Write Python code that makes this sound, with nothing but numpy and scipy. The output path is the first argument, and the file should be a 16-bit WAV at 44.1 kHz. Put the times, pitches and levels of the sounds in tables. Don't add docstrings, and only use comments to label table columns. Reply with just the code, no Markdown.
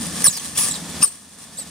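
import sys
import numpy as np
from scipy import signal
from scipy.fft import rfft, irfft
from scipy.io import wavfile
from scipy.ndimage import uniform_filter1d

SR = 44100
rng = np.random.default_rng(int(sys.argv[2]) if len(sys.argv) > 2 else 0)


def transcribe(u):
    v = np.clip(np.atleast_2d(u).T, -1, 1)
    q = np.round(v * 32767).astype(np.int16)
    wavfile.write(sys.argv[1], SR, q)


N = 74970
T = np.arange(N) / SR
HZ = np.fft.rfftfreq(N, 1 / SR)


def amp(db):
    return 10 ** (np.asarray(db) / 20)


def unit(x):
    return x / np.sqrt(np.mean(x ** 2) + 1e-20)


def curve(points):
    f, value = np.transpose(points)
    return np.interp(np.log(HZ + 1), np.log(f), value)


def colour(x, spectrum):
    return unit(irfft(rfft(x) * amp(curve(spectrum)), N))


def wander(rate_hz):
    return unit(irfft(rfft(rng.standard_normal(N)) / (1 + (HZ / rate_hz) ** 4), N))


def noise_band(phase, width_hz):
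    return wander(width_hz) * np.sin(phase) + wander(width_hz) * np.cos(phase)


def mic_pair(x):
    # f/Hz, coherence
    coherence = [(30, 0.7), (150, 0.97), (300, 0.91), (600, 0.74), (2000, 0.78), (8000, 0.45),
                 (15000, 0.27)]
    alike = np.clip(curve(coherence), 0, 1)
    mid, side = rfft(x) * np.sqrt([(1 + alike) / 2, (1 - alike) / 2])
    return irfft(np.array([mid + side, mid - side]), N)


def stereo_noise(spectrum):
    return colour(mic_pair(rng.standard_normal((2, N))), spectrum)


def distant_rumble():
    # f/Hz, relative density/dB
    spectrum = [(20, -43), (50, -25.5), (80, -3.5), (125, -14), (160, 2.5), (205, -1), (245, 0), (310, -9),
                (380, -17), (700, -24.5), (2000, -64)]
    # t/s, level/dB
    swell = [(0, -30.5), (.065, -32), (.11, -35), (.23, -33), (.39, -37), (.47, -31.5), (.8, -35),
             (.89, -32.5), (.95, -36.5), (1.015, -33), (1.1, -35.5), (1.3, -37.5), (1.55, -37), (1.7, -35)]
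    return amp(np.interp(T, *np.transpose(swell))) * stereo_noise(spectrum)


def forest_air(level_db=-34.5, flicker_db=1.5):
    # f/Hz, relative density/dB
    spectrum = [(200, -10.5), (450, -2.5), (800, -1), (1500, -5.5), (2800, -7.5), (4500, -4.5), (9000, -6),
                (16000, -25)]
    return amp(level_db + flicker_db * wander(20)) * stereo_noise(spectrum)


def insects():
    # f/Hz, width/Hz, level/dB
    drones = [(1774, 57, -53), (3460, 88, -49.5), (3607, 33, -56)]
    return sum(amp(db) * noise_band(2 * np.pi * hz * T, width) for hz, width, db in drones)


def leaf_litter(floor_db=-43, cracks_per_s=4000, spread_db=-.5, snap_decay_s=.0013):
    # peak t/s, rise/s, decay/s, level/dB
    steps = [(.01, 0.013, 0.15, -30), (0.171, .04, 0.14, -29.5), (0.218, 0.019, 0.032, -28),
             (.458, 0.07, 0.052, -22), (.65, 0.085, 0.098, -22.5), (.8, 0.033, .03, -42.5),
             (.9, .02, 0.032, -32.5), (1.12, 0.084, 0.13, -25), (1.335, 0.027, 0.029, -31),
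             (1.387, 0.0053, 0.062, -27), (1.436, 0.018, 0.013, -25.5), (1.535, 0.019, 0.12, -32.5),
             (1.68, 0.085, 0.036, -34)]
    # t/s, level/dB
    snaps = [(.067, -19), (0.2042, -25), (0.2207, -15.5), (.686, -9.5), (1.44, -21), (1.529, -29)]
    # f/Hz, relative density/dB
    spectrum = [(150, -3), (600, -6), (1450, -2), (1750, 1), (2100, -3.5), (2800, -3), (3450, -0.5),
                (4100, -2), (5500, 2), (7200, 1), (9200, 9.5), (11000, -7.5), (13500, -9.5), (16000, -14.5)]
    sizes = amp(spread_db * np.minimum(rng.exponential(1, (2, N)), 4))
    cracks = rng.standard_normal((2, N)) * sizes * (rng.random((2, N)) < cracks_per_s / SR)
    power = amp(floor_db) ** 2
    for at, rise, decay, db in steps:
        scuff = amp(db) * np.exp(-np.maximum((at - T) / rise, (T - at) / decay))
        power = power + scuff ** 2
    crunch = colour(mic_pair(cracks), spectrum) * np.sqrt(power)
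    snap_envelope = sum(amp(db) * (T >= at) * np.exp(-abs(T - at) / snap_decay_s) for at, db in snaps)
    return crunch + snap_envelope * stereo_noise(spectrum)


def whistle(phase, hz, level_db, sidebands_db, flutter_hz, lower_hz=3900):
    lower = 2 * np.pi * np.cumsum(lower_hz * (1 + .012 * wander(flutter_hz))) / SR
    sidebands = amp(sidebands_db) @ np.sin([phase - lower, phase + lower, phase - 2 * lower])
    depth = amp(.2 * (level_db - level_db.max())) * (1 + .083 * wander(flutter_hz))
    octave = amp(5) * np.clip((6000 - hz) / 3400, 0, 1) * np.sin(2 * phase)
    shimmer = 1 + .28 * wander(flutter_hz)
    tone = np.sqrt(2) * (np.sin(phase) + octave + sidebands * depth) * shimmer
    bass_rolloff = signal.butter(1, 35, "high", fs=SR)
    return amp(level_db) * signal.lfilter(*bass_rolloff, tone)


def rasp(phase, skirt_db):
    # f/Hz, relative density/dB
    spectrum = [(200, -7.5), (900, -9), (2500, -6), (4000, -5.5), (5400, 2), (7200, -0.5), (9300, 3),
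                (11200, -7.5), (13800, -10), (16000, -7)]
    skirt = amp(skirt_db) * noise_band(phase, width_hz=900)
    noise = stereo_noise(spectrum) + skirt
    return unit(noise * (1 + .3 * wander(rate_hz=200)))


def baby_monkey(edge_s=.002, flutter_hz=400):
    # [t/s, pitch/Hz, whistle/dB, rasp/dB]
    cries = [ (.011, -6, (-10.5, -15, -16.5), -.3, [(.2425, 9870, 4.5, -8), (.245, 9590, -4.5, -12),
             (.251, 9416, -5, -14.5), (.261, 9350, -3.5, -11), (.27, 8830, -3, -6), (.275, 8300, -9, -17),
             (.279, 7930, -3, -16), (.286, 7850, -4, -16), (.29, 7850, -13, -19), (.302, 7780, -24, -19)]),
             (0.0164, -14, (-24, -22, -30), 0, [(.303, 7420, -26, -15.5), (.317, 6620, -16.5, -25),
             (.333, 5280, -32.5, -19), (.36, 5020, -26, -25), (.374, 4700, -31, -17.5),
             (.388, 4260, -26, -28)]), (0.0192, -9, (-29, -24, -28), 0, [(.38, 3700, -44.5, -42),
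             (.398, 3170, -31, -26), (.408, 3030, -43, -32)]), (0.012, -9, (-29, -24, -28),
             0.34, [(.548, 2392, -49, -35), (.569, 3050, -36, -18.5), (.575, 3497, -21.5, -36),
             (.587, 3440, -31.5, -14.5), (.612, 3380, -38, -43)]), (.019, -1, (-15, -14, -28),
             1.2, [(.573, 8300, -25, -17), (.578, 8650, -10, -13), (.585, 10120, -18, -12.5),
             (.599, 10660, -12.5, -16), (.614, 9850, -18, -16.5), (.643, 9340, -29, -14),
             (.668, 8890, -41, -19), (.69, 8730, -44, -23), (.706, 8040, -40, -25)]),
             (0.019, 5, (-9.5, -20, -17), -1.8, [(.708, 7980, -23, -33.5), (.716, 7570, -19, -24),
             (.721, 7370, -32, -18.5), (.729, 8020, -26, -46), (.736, 7570, -32, -35)]),
             (0.0227, 3, (-25, -27, -28), -0.56, [(.737, 4450, -39, -27), (.749, 4240, -34, -32),
             (.757, 3800, -29, -32.5), (.773, 3570, -47, -37)]), (0.0898, -28, (-8, -15, -30),
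             -0.56, [(1.01, 2430, -48, -33.5), (1.021, 2776, -32, -23), (1.028, 2728, -26, -25),
             (1.036, 2770, -19, -13)]), (.007, -6, (-15, -19, -20), 2, [(1.027, 8400, -16, -23),
             (1.03, 8750, -1, -15), (1.034, 9000, 1, -11), (1.038, 9380, 4, -8), (1.046, 9200, 8, -14),
             (1.051, 8950, -2.5, -3.5), (1.062, 8460, -12.5, -15), (1.076, 8050, -9.5, -16),
             (1.092, 8430, -21, -25), (1.125, 8100, -30, -27)]), (0.0102, 2, (-11.5, -16, -18),
             -1.4, [(1.571, 7394, -24.5, -38), (1.575, 7570, -22, -33), (1.582, 7775, -23, -31),
             (1.585, 8304, -18.5, -34), (1.598, 8536, -18.5, -24), (1.605, 8220, -26, -23),
             (1.611, 7780, -23, -37), (1.618, 7800, -23, -40), (1.632, 7540, -30, -32)]), ]
    out = np.zeros((2, N))
    for jitter, skirt_db, sidebands_db, balance_db, course in cries:
        times, *tracks = np.transpose(course)
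        pitch, whistle_db, rasp_db = (np.interp(T, times, track) for track in tracks)
        hz = pitch * (1 + jitter * wander(flutter_hz))
        phase = 2 * np.pi * np.cumsum(hz) / SR
        tone = whistle(phase, hz, whistle_db, sidebands_db, flutter_hz)
        voice = tone + amp(rasp_db) * rasp(phase, skirt_db)
        gate = np.clip(np.minimum(T - times[0], times[-1] - T) / edge_s + .5, 0, 1)
        out += gate * voice * amp([[balance_db / 2], [-balance_db / 2]])
    return out


def echoes(x, decay_s):
    taps = rng.choice([-1., 1.], (2, N)) * (rng.random((2, N)) < .1)
    taps *= np.exp(-T / decay_s) * (T > .0005)
    taps /= np.linalg.norm(taps, axis=1, keepdims=True) + 1e-12
    return signal.fftconvolve(x, taps, axes=1)[:, :N]


def scene(forest_t60_s=.35):
    # f/Hz, phase/rad
    left_lead = [(200, .02), (4000, 0.87), (9000, 1.0), (13000, 1)]
    near = baby_monkey() + leaf_litter()
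    near = irfft(rfft(near) * np.exp(-1j * np.outer([0, 1], curve(left_lead))), N)
    ground = amp(-4) * echoes(near, decay_s=.0055)
    trees = amp(-19) * echoes(near, decay_s=forest_t60_s / np.log(1000))
    return near + ground + trees + distant_rumble() + forest_air() + insects()


def record(dry, limit_db=-8, recover_db_per_s=13, cutoff_hz=15750):
    power_db = 10 * np.log10(abs(uniform_filter1d((dry ** 2).mean(0), size=180)) + 1e-12)
    recovery = T * recover_db_per_s
    held_db = np.maximum.accumulate(power_db + recovery) - recovery
    duck_db = uniform_filter1d(np.maximum(held_db - limit_db, 0), size=60)
    limited = np.clip(dry * amp(-duck_db), -1, 1)
    lowpass = signal.firwin(511, cutoff_hz, window=("kaiser", 9), fs=SR)
    return signal.oaconvolve(limited, lowpass[None], "same")


dry = scene()
out = record(dry)
transcribe(out)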